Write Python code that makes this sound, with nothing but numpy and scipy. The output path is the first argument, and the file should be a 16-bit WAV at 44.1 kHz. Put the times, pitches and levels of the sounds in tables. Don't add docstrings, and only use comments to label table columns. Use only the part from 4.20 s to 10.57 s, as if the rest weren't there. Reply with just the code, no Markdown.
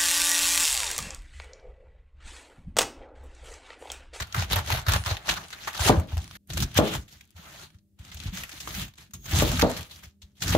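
import sys
import numpy as np
from scipy import signal
from scipy.fft import rfft, irfft, next_fast_len
from scipy.io import wavfile
from scipy.ndimage import uniform_filter1d

SR = 44100
rng = np.random.default_rng(int(sys.argv[2]) if len(sys.argv) > 2 else 0)


def master_out(mix):
    frames = np.transpose(np.atleast_2d(mix))
    ceiling = np.clip(frames, -1, 1)
    pcm = np.round(ceiling * 32767).astype(np.int16)
    wavfile.write(sys.argv[1], SR, pcm)


def decibels_to_gain(level_db):
    exponent = np.asarray(level_db, float) / 20
    return 10 ** exponent


N = 280917

# start in seconds,
# end in seconds, tearing at the start in dB, tearing at the end in dB, counter shake in dB above the tearing.
SAWING = [
    (0.0, 0.03, -28.5, -43, 3.5),
    (0.165, 0.239, -28.5, -38.5, 8),
    (0.312, 0.403, -30.5, -39, 8.5),
    (0.447, 0.495, -42.5, -32.5, 4.5),
    (0.523, 0.589, -24, -34.5, 2),
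    (0.683, 0.754, -31.5, -26.5, 6),
    (0.858, 0.918, -35.5, -28.5, -3.5),
]
CUTS = [
    (1.059, 1.101, -39.5, -25, -6),
    (1.114, 1.183, -24, -48, -11),
    (1.532, 1.691, -44, -15, -10.5),
    (2.295, 2.436, -50.5, -35.5, 14),
    (2.545, 2.581, -42.5, -20.5, -2),
    (5.045, 5.19, -48, -22.5, 3.5),
    (5.202, 5.303, -24, -35.5, 4),
    (5.284, 5.401, -33.5, -32.5, 5.5),
    (6.215, 6.352, -40, -26, 7),
]
SETTLING = [
    (1.169, 1.247, -36, -48.5, -9.5),
    (1.705, 1.847, -33.5, -54, 8),
    (2.577, 2.681, -44.5, -35.5, -16.5),
    (2.69, 2.755, -42.5, -33.5, -2.5),
    (5.407, 5.594, -41.5, -40, -5),
    (6.36, 6.382, -40, -31.5, 4),
]
SLIDES = [(1.243, 1.487, -51.5, -39.5, -7.5), (1.884, 2.043, -49.5, -49, 8), (2.032, 2.168, -56, -48, 2.5),
          (2.801, 2.901, -51.5, -71.5, 9), (2.913, 3.027, -52, -62.5, 1), (3.043, 3.14, -70, -67.5, -6),
          (3.937, 4.078, -54, -42.5, 5.5), (4.135, 4.207, -39.5, -35.5, -4.5),
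          (4.254, 4.378, -53, -43, -6.5), (4.412, 4.619, -47, -32, -0.5), (4.784, 4.852, -47, -56.5, -1.5),
          (4.938, 5.017, -62.5, -69.5, 22.5), (5.62, 5.7, -44, -57.5, -3), (5.703, 5.791, -51.5, -49, -3.5),
          (5.839, 5.859, -41, -50.5, -3), (6.022, 6.125, -68.5, -75, 11), (6.154, 6.185, -68.5, -55.5, -7)]
DRAGS = [
    (0.073, 1.08, -52, -48.5, -8.5),
    (2.447, 2.54, -46.5, -53, 5.5),
    (3.166, 3.435, -50.5, -44.5, -9),
    (3.445, 3.555, -73, -69.5, 8),
    (3.795, 3.9, -58, -50, 0),
]
# bite in dB/s, let-go in dB/s, leaf body in dB, fine fizz in dB, upper counter modes in dB.
SAW_KIND, CUT_KIND = (881, 331, -0.5, -13.5, -13), (1194, 901.5, -3, -12, -3)
SETTLE_KIND, SLIDE_KIND = (1496.5, 433.5, 1.5, -14, 6), (1200, 333.5, -7, -13, -4.5)
DRAG_KIND = (1199, 349, -1, -15.5, 1)
GRAIN_DB = (-2.5, -3.9, -6, -7, -16)

# frequency in Hz, level in dB per Hz.
CRUNCH = [(180, -61.5), (300, -9), (536, -11), (602, -4), (853, -3), (990, -6), (1310, -1.5), (1660, 0),
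          (3730, 3), (4950, -3.5), (6560, -8.5), (8990, -26), (12100, -21.5), (15800, -25.5)]
# frequency in Hz, likeness from 0 to 1.
LIKENESS = [(100, 0.68), (300, 0.62), (600, 0.77), (1200, 0.14), (16000, 0.11)]
NEARER_BODY_DB, NEARER_FIZZ_DB = -3, 4
PATCH_DB, PATCH_HZ = 3.0, 27.95
SPLICE_S = (2.172, 2.268)

# start in seconds, peak in dB, pitch of the pop in Hz.
SNAPS = [(0.021, -23, 4000), (0.1439, -17.5, 1150), (0.2205, -18.5, 2250), (0.3093, -22.5, 1370),
         (0.3292, -12.5, 626), (0.386, -18.5, 910), (0.472, -26, 3700), (0.5005, -15, 840),
         (0.6646, -19, 1340), (0.7356, -15.5, 1380), (0.861, -15, 1230), (1.089, -16, 2660),
         (1.3272, -26, 1490), (1.548, -27, 1060), (1.6734, -17.5, 844), (1.796, -27.5, 736),
         (2.3007, -30, 3250), (2.371, -18.5, 2960), (2.4023, -21.5, 3140), (2.4225, -19, 3645),
         (2.5668, -26, 1157), (3.7881, -43, 6100), (4.0013, -37, 3470), (4.234, -27, 2150),
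         (4.2921, -34.5, 1740), (4.4733, -26.5, 1100), (5.056, -31.5, 6560), (5.3727, -31, 1480),
         (5.3925, -14, 1854), (6.324, -20.5, 3180)]
# start in seconds, peak in dB, pitch in Hz.
RIPS = [(0.3585, -13.5, 740), (0.683, -15.5, 1340), (1.473, -18, 1220), (1.5926, -22, 890),
        (1.918, -36, 920), (1.9684, -29.5, 814), (2.151, -36.5, 1550), (2.7345, -32, 1326),
        (2.879, -44, 3380), (2.9247, -45.5, 3600), (3.9153, -33.5, 2490), (4.313, -36.5, 3180),
        (4.401, -28, 3700), (4.9348, -28, 6200), (5.0836, -37, 1420), (5.1098, -27, 3080),
        (5.1493, -21.5, 3170), (5.2705, -25.5, 1180), (5.3153, -23.5, 860), (5.4954, -25.5, 745),
        (5.5657, -27.5, 3700), (5.7099, -39, 3960), (6.0174, -41.5, 3650), (6.2193, -20, 3730),
        (6.2781, -23, 4950)]
# start in seconds, peak in dB, pitch in Hz.
TICKS = [(0.1247, -24, 6500), (0.3212, -12.5, 3820), (0.7188, -13, 6420), (0.76, -14, 1600),
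         (0.968, -23.5, 2490), (1.2376, -35, 3870), (1.304, -26, 5390), (1.8945, -50, 832),
         (2.11, -34.5, 3050), (2.3332, -22.5, 6500), (2.513, -37, 3190), (2.6766, -22, 794),
         (3.0085, -35, 2475), (3.5024, -46.5, 3240), (3.5433, -52, 1803), (3.5853, -56, 4430),
         (3.8482, -34.5, 2170), (3.945, -35, 6000), (3.97, -36, 4290), (4.68, -36, 6430),
         (4.7366, -44, 2460), (4.7541, -46.5, 2880), (4.777, -45, 2670), (4.9086, -43, 6560),
         (5.4119, -10.5, 2430), (5.4186, -7, 3900), (5.608, -26.5, 3340)]
SNAP_T60_S, RIP_T60_S, TICK_T60_S = 0.051, 0.091, 0.028
BREAK_FIZZ_DB_PER_OCTAVE = 1.5

# start in seconds, peak in dB, pitch in Hz, left minus right in dB.
CRACKS = [(0.146, -16.5, 1320, 2), (0.198, -17, 1120, 6), (0.223, -20, 756, -0.5), (0.31, -30, 1460, -1.5),
          (0.331, -19, 613, 1), (0.359, -28.5, 918, -2), (0.386, -13, 830, 2), (0.501, -16, 770, 0.5),
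          (0.665, -19, 1364, 1.5), (0.684, -24.5, 1320, 3.5), (0.734, -26, 1327, 2.5),
          (0.861, -23, 1270, 2.0), (1.057, -35, 850, -2), (1.089, -7.5, 1850, 2), (1.326, -40, 1460, -2),
          (1.476, -31, 1520, 4), (1.482, -23, 1200, -3), (1.538, -24, 1790, 2.0), (1.55, -30, 1050, -1),
          (1.593, -14.5, 920, 6), (1.619, -15, 800, -1), (1.673, -13, 1500, 0.5), (1.699, -5, 788, 1),
          (1.918, -41, 937, 2.5), (2.301, -31, 633, 0.5), (2.37, -19, 700, 2), (2.552, -26, 1407, 6),
          (2.564, -17, 1690, -0.5), (2.588, -8.5, 634, 1.5), (4.174, -26, 1450, -2), (4.474, -21, 1104, -5),
          (4.934, -37, 1305, -5), (5.145, -19, 606, -6), (5.222, -14, 575, 6), (5.27, -22.5, 506, 1.5),
          (5.393, -18, 1480, -1.5), (5.427, -4.5, 630, -4.5), (6.216, -37.5, 2120, 1),
          (6.221, -19.5, 1600, -7), (6.349, -26, 620, -5)]
CRACK_T60_S, CRACK_WIDTH, CRACK_DB = 0.022, 1.3, -5
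# start in seconds, peak in dB, pitch in Hz, left minus right in dB.
FLICKS = [(0.0714, -32, 5930, -1.5), (0.2214, -18, 3400, 0.0), (0.3002, -19, 3230, 4),
          (0.3864, -22, 2500, -4), (0.4054, -36, 2890, -2.0), (0.4618, -17, 3850, 1),
          (0.7208, -7, 6420, -9), (0.7357, 0, 3310, -3), (0.8379, -15, 2660, -4), (1.0719, -19, 2950, -3),
          (1.1662, -22, 3890, -1.0), (1.2835, -25, 3280, -1.0), (1.5314, -22, 2710, -0.5),
          (1.5933, -30, 2680, -0.5), (1.8726, -36, 4120, 0.5), (1.9784, -18, 2600, 2),
          (2.0283, -30, 2920, -6), (2.0424, -23, 3310, -3), (2.0774, -23, 2590, -2.0),
          (2.1306, -44.5, 2790, 1), (2.3775, -9, 2680, 8), (2.544, -18, 6570, 4), (2.6238, -26, 2670, 1.5),
          (2.8114, -36, 5410, -2), (2.8324, -49, 3400, 0), (2.9704, -39.5, 3500, -2),
          (3.0524, -42, 7740, 5.5), (3.0754, -45, 6600, 9), (3.1054, -38, 5580, 12), (3.1128, -44, 5990, 6),
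          (3.8014, -52, 6190, 0), (3.8816, -43, 3920, 1.5), (4.0013, -21.5, 2630, 17),
          (4.0357, -22, 2650, 6), (4.0622, -37, 4510, 3.0), (4.1834, -18, 3450, 12),
          (4.3271, -33.5, 3300, 13), (5.006, -42.5, 6640, 2.5), (5.1744, -20, 3620, 1),
          (5.5144, -17.5, 3760, 14), (5.5344, -33, 3090, 1), (5.6294, -23, 3570, 3)]
FLICK_T60_S, FLICK_WIDTH, FLICK_DB = 0.0077, 2.6, -5
# start in seconds, peak in dB, pitch in Hz.
SPARKS = [(0.3132, -29, 11300), (0.3292, -16, 12300), (0.3577, -16, 12000), (0.3635, -25, 12200),
          (0.6888, -22, 12000), (1.797, -35, 13000), (2.2727, -46, 11000), (2.4244, -26, 13900),
          (2.6788, -31, 14000), (3.9429, -34, 14300), (4.49, -30, 14700), (4.564, -34, 14700),
          (5.1133, -25, 14200), (5.4954, -30, 13000)]
SPARK_T60_S, SPARK_WIDTH, SPARK_PAN_DB = 0.023, 1.2, -4
# start in seconds, peak in dB, pitch in Hz, left minus right in dB.
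SHUDDERS = [
    (1.7, -19.5, 480, 2),
    (1.741, -32.5, 750, 1.5),
    (2.592, -17.5, 469, 1.5),
    (2.625, -21, 270, 2),
    (5.43, -16, 503, -3),
    (5.226, -22, 326, 1.5),
]
SHUDDER_T60_S, SHUDDER_WIDTH = 0.27, 1.55
PUFF_RISE_S = 0.0012

# frequency in Hz, width in Hz, level in dB.
HOLLOWS = [(1900, 1100, -8.5), (3220, 850, -3), (4170, 400, -8), (6345, 600, -11), (9470, 1200, -9.5),
           (11500, 900, -14), (14900, 500, -19.5)]
HOLLOW_WANDER_DB, HOLLOW_WANDER_HZ = 5.5, 5.5
# start in seconds, end in seconds, dB at the start, dB at the end.
RUBS = [
    (3.17, 3.45, -74, -66),
    (4.14, 4.24, -58, -68),
    (4.47, 4.66, -56, -58),
    (4.94, 5.065, -82, -49),
]
RUB_KIND = (600, 470)
# frequency in Hz, width in Hz, level in dB.
SINGING = [(3425, 120, -8), (6560, 90, 2.5), (7230, 90, -14), (12170, 120, -5.5), (13940, 110, -7),
           (14900, 80, -3)]

# start in seconds, board level in dB, contact cut-off in Hz, slap in dB, slap pitch in Hz.
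KNOCKS = [
    (0.3902, -35.5, 1190, -10, 800),
    (1.6958, -0.5, 775, 8, 780),
    (1.7007, -10.5, 800, 5, 460),
    (2.5889, -0.5, 1287, -7, 640),
    (4.475, -31, 1545, -10, 1030),
    (5.223, -9, 900, -11, 423),
    (5.4276, -2.5, 876, 1, 678),
    (6.35, -3.5, 796, 3, 603),
]
# frequency in Hz, level in dB, time to die by 60 dB in seconds.
BOARD = [(149, -13, .15), (263, -6, 0.083), (320, 0.5, 0.1), (402, -14.5, 0.16), (460.5, -1.5, 0.087),
         (521, -2.5, 0.079), (600, -1.5, 0.09), (616, -8.5, 0.051), (788, -1.5, 0.055), (872, -4.5, 0.11),
         (968, -6, 0.082), (1120, 1, 0.07), (1340, -6, .09)]
# start in seconds, level in dB.
BLADE_TOUCH = [
    (2.273, -86),
    (4.475, -64),
    (4.936, -61),
]
# frequency in Hz, level in dB, time to die by 60 dB in seconds.
BLADE = [(4260, -23, .2), (6800, -13, 0.26), (6500, 18, 0.22), (12450, -17, .17), (13370, -10, .1)]

# frequency in Hz, width in Hz, level in dB.
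COUNTER_LOW = [(57.3, 14, -8), (78, 18, 5.5), (95, 77, 7)]
# frequency in Hz, width in Hz, level in dB.
COUNTER_HIGH = [(151.2, 19, -11.5), (177, 52, 0.5), (300, 200, -8)]
SHAKE_LAG_S, SHAKE_RATE_SHARE = 0.0081, 0.75
# start
# in seconds, peak in dB, pitch in Hz, time to die by 60 dB in seconds.
BUMPS = [(0.163, -34, 98.5, 0.21), (0.31, -24, 95, 0.029), (0.36, -19.5, 95, 0.071),
         (0.675, -16.5, 93, 0.074), (0.742, -17.5, 82.6, 0.016), (0.771, -29, 95, 0.1),
         (0.862, -22.5, 89, 0.049), (0.906, -20.5, 95, 0.074), (1.599, -18.5, 75, 0.057),
         (1.697, -13, 128, 0.048), (1.768, -14, 83.4, 0.091), (1.925, -21, 78, 0.06),
         (1.961, -19.5, 78, 0.094), (2.56, -20.5, 88, 0.036), (2.773, -27, 73.5, 0.065),
         (3.145, -42, 82, 0.13), (3.544, -42, 82.2, 0.052), (3.794, -35, 79.4, 0.045),
         (3.94, -37, 75, 0.089), (4.057, -22.5, 91, 0.018), (4.076, -25, 73, 0.026), (4.6, -36, 89, 0.068),
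         (4.941, -53, 86, 0.17), (5.125, -19, 84.4, 0.1), (5.17, -19.5, 75, 0.032),
         (5.345, -26, 82.5, 0.23), (5.579, -33.5, 81, 0.16), (5.859, -42, 76, 0.059),
         (6.03, -41.5, 69, 0.046), (6.236, -24.5, 95, 0.049),
         (1.651, -20.5, 85.3, 0.072), (3.189, -43.5, 166, 0.059), (3.429, -51, 377, 0.056),
          (4.123, -34.5, 186, 0.14), (4.334, -46, 295, 0.032), (4.575, -30.5, 183, 0.088),
          (4.894, -53.5, 207, 0.084), (5.126, -31, 320, 0.072), (5.33, -28.5, 250, 0.16),
          (5.43, -22, 191.5, 0.12), (6.292, -24.5, 97.3, 0.07), (1.66, -24.5, 410, .05)]

KITCHEN_T60_S, WALL_CUT_HZ = 0.2, 2100
# frequency in Hz, level in dB per Hz.
HUSH = [(18, -24), (30, -15.5), (91, 6.5), (124, -7), (200, 2), (440, -18), (589, -26), (971, -37.5),
        (6820, -32.5), (16300, -31)]
HUSH_DB = -68.5
HUM = (81, -72.5)
# frequency in Hz, level in dB.
WHINE = [(199.2, -73), (322, -85), (393, -88), (592, -91)]
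BASS_CUT_HZ, CUTOFF_HZ = 42, 16080


def rms_one(x):
    return x / np.sqrt(np.mean(x ** 2) + 1e-20)


def movements():
    tables = (SAWING, CUTS, SETTLING, SLIDES, DRAGS)
    return zip(tables, (SAW_KIND, CUT_KIND, SETTLE_KIND, SLIDE_KIND, DRAG_KIND))


def in_time(rows, kind, lag_s=0, rate_share=1):
    start, end, first_db, last_db = np.transpose(rows)[:4, :, None]
    t = np.arange(0, N + 32, 32) / SR - lag_s
    hold = first_db + (last_db - first_db) * np.clip((t - start) / (end - start), 0, 1)
    bite, let_go = kind[0] * np.maximum(start - t, 0), kind[1] * np.maximum(t - end, 0)
    return hold - rate_share * (bite + let_go)


def summed(levels_db):
    power = sum(np.sum(decibels_to_gain(db) ** 2, axis=0) for db in levels_db)
    total_db = 10 * np.log10(power + 1e-14)
    return np.interp(np.arange(N) / 32, np.arange(len(total_db)), total_db)


def tearing_db(trait=None):
    return summed(in_time(rows, kind) + (0 if trait is None else kind[trait]) for rows, kind in movements())


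def at_hz(points, hz):
    return np.interp(np.log(hz), np.log(np.array(points)[:, 0]), np.array(points)[:, 1])


def shaped(x, gain):
    return irfft(rfft(x) * gain(np.fft.rfftfreq(N, 1 / SR) + 1), N)


def pair_noise(spectrum):
    mid, side = rng.standard_normal((2, N))
    alike = lambda hz: np.clip(at_hz(LIKENESS, hz), 0, 1)
    mid = shaped(mid, lambda hz: decibels_to_gain(at_hz(spectrum, hz)) * np.sqrt(1 + alike(hz)))
    side = shaped(side, lambda hz: decibels_to_gain(at_hz(spectrum, hz)) * np.sqrt(1 - alike(hz)))
    return rms_one(np.array([mid + side, mid - side]))


def filtered(x, order, cut_hz, kind):
    return signal.sosfilt(signal.butter(order, cut_hz, kind, fs=SR, output="sos"), x)


def band(x, low_hz, high_hz):
    return filtered(x, 3, [low_hz, high_hz], "band")


def fade(clicks, t60):
    return signal.lfilter([1], [1, -decibels_to_gain(-60 / (t60 * SR))], clicks + 1e-18)


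def ring(clicks, hz, t60):
    r, w = decibels_to_gain(-60 / (t60 * SR)), 2 * np.pi * hz / SR
    return signal.lfilter([0, np.sin(w)], [1, -2 * r * np.cos(w), r * r], clicks + 1e-18)


def later(x, count):
    return np.concatenate([np.zeros(count), x[:N - count]])


def burst_sizes(spread_db):
    return decibels_to_gain(spread_db * np.minimum(rng.exponential(1, N), 3.5))


def leaves():
    crunch_db = tearing_db()
    jumped = np.arange(N) / SR > SPLICE_S[0]
    body_db = tearing_db(trait=2) - crunch_db + NEARER_BODY_DB * jumped
    fizz_db = tearing_db(trait=3) - crunch_db + NEARER_FIZZ_DB * jumped
    noise = pair_noise(CRUNCH)
    body = rms_one(band(noise, 270, 1500))
    crunch = rms_one(band(noise, 1500, 7500))
    fizz = rms_one(band(noise, 7500, 19000)) * decibels_to_gain([[-.9], [.9]])
    grain = clumps(per_s=260, spread_db=2.8, t60=0.022, steady=0.85)
    fine = clumps(per_s=2000, spread_db=3.0, t60=0.0015, steady=1.2)
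    hiss = decibels_to_gain(body_db) * body + fine * (crunch + decibels_to_gain(fizz_db + 7.5) * fizz)
    pockets = decibels_to_gain(-1.5) * pops(per_s=1400, spread_db=4.5, cycles=14.0)
    grain_db = summed(in_time(rows, kind) + db for (rows, kind), db in zip(movements(), GRAIN_DB))
    clumped = np.minimum(decibels_to_gain(grain_db - crunch_db), 1)
    out = decibels_to_gain(crunch_db - 4.5) * (1 + clumped * (grain - 1)) * (hiss + clumped * pockets)
    add_breaks(out, body, crunch, fizz, fizz_db, fine)
    return out


def clumps(per_s, spread_db, t60, steady):
    sizes = burst_sizes(spread_db)
    bursts = rms_one(fade(sizes * (rng.random(N) < per_s / SR), t60))
    return rms_one(steady + bursts)


def pops(per_s, spread_db, cycles):
    sizes = burst_sizes(spread_db) * rng.choice([-1, 1], N)
    clicks = sizes * (rng.random(N) < per_s / SR)
    out, dealt = np.zeros((2, N)), rng.integers(0, 24, N)
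    for k, hz in enumerate(np.geomspace(600, 7200, 24)):
        rings = decibels_to_gain(at_hz(CRUNCH, hz)) * np.sqrt(hz) * rms_one(ring(clicks * (dealt == k), hz, cycles / hz))
        out += [later(rings, count=k * 5 % 9), later(rings, count=6 + k * 7 % 11)]
    return rms_one(out)


def add_breaks(out, body, crunch, fizz, fizz_db, fine):
    t = np.arange(3500) / SR
    for rows, t60 in ((SNAPS, SNAP_T60_S), (RIPS, RIP_T60_S), (TICKS, TICK_T60_S)):
        ring_out = decibels_to_gain(-60 * np.maximum(t - 0.042 * t60, 0) / max(t60, .004))
        rip = (1 - np.exp(-t / 0.00069)) * ring_out
        for s, peak_db, hz in rows:
            part = slice(round(s * SR), round(s * SR) + len(t))
            tone = filtered(body[:, part] + crunch[:, part], 1, [hz / 1.2, hz * 1.2], "band")
            bright_db = fizz_db[part] + 11.5 + BREAK_FIZZ_DB_PER_OCTAVE * np.log2(hz / 3000)
            colour = decibels_to_gain(-8.0) * body[:, part] + crunch[:, part]
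            colour = colour + decibels_to_gain(bright_db) * fizz[:, part] + decibels_to_gain(3.0) * rms_one(tone)
            out[:, part] += decibels_to_gain(peak_db - 16.0) * rip[:colour.shape[1]] * fine[part] * colour


def patched(x):
    hz, spectrum = np.fft.rfftfreq(N, 1 / SR), rfft(x)
    place = np.clip(2 * np.log2((hz + 1) / 700), 0, 9)
    out, steps = np.zeros((2, N)), np.arange(N) / SR * 2 * PATCH_HZ
    for k, knots in enumerate(rng.standard_normal((10, 600))):
        flicker_db = PATCH_DB * np.interp(steps, np.arange(600), knots)
        out += decibels_to_gain(flicker_db) * irfft(spectrum * np.maximum(1 - np.abs(place - k), 0), N)
    return out


def flicks(rows, t60, width, level_db, count=1500):
    out, t = np.zeros((2, N + SR)), np.arange(count) / SR
    puffs = rng.standard_normal((len(rows), 2, len(t)))
    shape = (1 - np.exp(-t / PUFF_RISE_S)) * decibels_to_gain(-60 * t / t60)
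    for (s, peak_db, hz, pan_db), puff in zip(rows, puffs):
        alike = np.clip(at_hz(LIKENESS, hz), 0, 1)
        puff = np.sqrt(1 + alike) * puff[0] + np.sqrt(1 - alike) * puff[1] * [[1], [-1]]
        edges = [hz / max(width, 1.05), min(hz * max(width, 1.05), 19000)]
        puff = rms_one(filtered(puff, 2, edges, "band"))
        i = round(s * SR)
        sides = decibels_to_gain(peak_db + level_db + pan_db * np.array([[.5], [-.5]]))
        out[:, i:i + len(t)] += sides * puff * shape
    return out[:, :N]


def rubbing():
    hollows = decibels_to_gain(tearing_db() - 9.5) * resonant(HOLLOWS, HOLLOW_WANDER_DB)
    return hollows + decibels_to_gain(summed([in_time(RUBS, RUB_KIND)])) * resonant(SINGING, wander_db=1.0)


def resonant(peaks, wander_db):
    out = np.zeros((2, N))
    for hz, width, db in peaks:
        knots = rng.standard_normal(400)
        swell = np.interp(np.arange(N) / SR * 2 * HOLLOW_WANDER_HZ, np.arange(400), knots)
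        out += decibels_to_gain(db + wander_db * swell) * rms_one(ring(rng.standard_normal((2, N)), hz, 2.2 / width))
    return out


def board():
    out, t = np.zeros(N), np.arange(int(.45 * SR)) / SR
    chance = rng.standard_normal((len(KNOCKS), len(BOARD), 2))
    rattles = rng.standard_normal((len(KNOCKS), len(t)))
    for (s, peak_db, cut_hz, slap_db, slap_hz), own, rattle in zip(KNOCKS, chance, rattles):
        push = decibels_to_gain(-30.5) * rattle * decibels_to_gain(-60 * t / 0.32)
        push[0] -= 1
        push = filtered(push, 2, cut_hz, "low")
        knock = 0
        for (hz, db, t60), (strength, detune) in zip(BOARD, own):
            pair = ring(push, hz * (1 + .02 * detune), t60) + ring(push, hz * 1.055, t60)
            knock = knock + decibels_to_gain(db + 2.5 * strength) * pair
        slap = -np.sin(2 * np.pi * slap_hz * t) * (1 - np.exp(-t / .0003)) * decibels_to_gain(-60 * t * slap_hz / 13)
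        buzz = rms_one(band(rattle, 650, 1700)) * (1 - np.exp(-t / .004)) * decibels_to_gain(-60 * t / .3)
        landing = decibels_to_gain(peak_db - 28.0) * buzz + decibels_to_gain(peak_db - 20.0) * knock + decibels_to_gain(slap_db - 9.5) * slap
        i = round(s * SR)
        out[i:i + len(t)] += landing[:N - i]
    return out


def blade():
    clicks = np.zeros(N)
    for s, db in BLADE_TOUCH:
        clicks[round(s * SR)] = decibels_to_gain(db)
    return sum(decibels_to_gain(db) * ring(clicks, hz, t60) for hz, db, t60 in BLADE)


def counter():
    shakes = []
    for rows, kind in movements():
        shake_db = in_time(rows, kind, SHAKE_LAG_S, SHAKE_RATE_SHARE) + np.array(rows)[:, 4:]
        shakes.append((shake_db, kind[4]))
    level_db = summed(db for db, upper in shakes)
    upper_db = summed(db + upper for db, upper in shakes) - level_db
    jolts = rng.standard_normal(N)
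    low = evened(band(counter_modes(jolts, COUNTER_LOW), 40, 125), share=.6)
    high = evened(band(counter_modes(jolts, COUNTER_HIGH), 110, 380), share=.6)
    return decibels_to_gain(level_db - 4.0) * (low + decibels_to_gain(upper_db - 1.5) * high)


def counter_modes(jolts, modes):
    return rms_one(sum(decibels_to_gain(db) * rms_one(ring(jolts, hz, 2.2 / width)) for hz, width, db in modes))


def evened(x, share):
    swing = np.sqrt(uniform_filter1d(x ** 2, size=1300) + 0.15)
    return rms_one(x / swing ** share)


def bumps():
    out, t = np.zeros(N), np.arange(int(.3 * SR)) / SR
    for s, peak_db, hz, t60 in BUMPS:
        swing = np.sin(2 * np.pi * hz * t) * (1 - np.exp(-t * hz / .85)) ** 2 * decibels_to_gain(-60 * t / t60)
        i = round(s * SR)
        out[i:i + len(t)] += decibels_to_gain(peak_db) * swing[:N - i] / np.abs(swing).max()
    return out


def kitchen(x):
    size = next_fast_len(N + SR)
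    hz = np.fft.rfftfreq(size, 1 / SR)
    out = np.zeros((2, len(hz)), complex)
    for k, lag_s in enumerate(rng.uniform(.006, .03, 16)):
        wall = decibels_to_gain(-60 * lag_s / KITCHEN_T60_S) / (1 + 1j * hz / WALL_CUT_HZ) ** 0.48
        loop = wall * np.exp(-2j * np.pi * hz * lag_s)
        out[k % 2] += loop / (1 - loop) * (-1) ** (k // 2)
    return irfft(out * rfft(x, size), size)[:, :N]


def room_hush():
    drone = decibels_to_gain(HUM[1]) * rms_one(ring(rng.standard_normal(N), HUM[0], .4))
    drone = drone + sum(decibels_to_gain(db) * rms_one(ring(rng.standard_normal(N), hz, 4.0)) for hz, db in WHINE)
    return decibels_to_gain(HUSH_DB) * pair_noise(HUSH) + drone


def scene():
    torn, struck = leaves(), board() + blade()
    small = flicks(FLICKS, FLICK_T60_S, FLICK_WIDTH, FLICK_DB)
    small = small + flicks(CRACKS, CRACK_T60_S, CRACK_WIDTH, CRACK_DB)
    small = small + flicks([(*row, SPARK_PAN_DB) for row in SPARKS], SPARK_T60_S, SPARK_WIDTH, -4.0)
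    small = small + flicks(SHUDDERS, SHUDDER_T60_S, SHUDDER_WIDTH, -5.0, count=12000)
    small = small + rubbing()
    direct = np.array([struck, decibels_to_gain(-1.5) * later(struck, count=9)])
    shake = counter() + bumps()
    shaken = np.array([decibels_to_gain(0.5) * later(shake, count=12), shake])
    echoes = decibels_to_gain(-16) * kitchen(torn[0]) + decibels_to_gain(-19.5) * kitchen(struck)
    action = patched(torn) * decibels_to_gain([[.4], [-.4]]) + small + direct + shaken + echoes
    t = np.arange(N) / SR
    heard = np.clip(np.maximum(SPLICE_S[0] - t, t - SPLICE_S[1]) / 0.0023, 0, 1)
    return heard * action + room_hush()


def top_cut(x):
    return signal.sosfilt(signal.butter(12, 16000, fs=SR, output="sos"), x)


def record(dry):
    x = filtered(dry, 4, BASS_CUT_HZ, "high")
    x = 1.5 * np.tanh(x / 1.5)
    x = signal.sosfilt(signal.cheby2(24, 75, CUTOFF_HZ, fs=SR, output="sos"), x)
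    return top_cut(x)


dry = scene()
out = record(dry)
master_out(out)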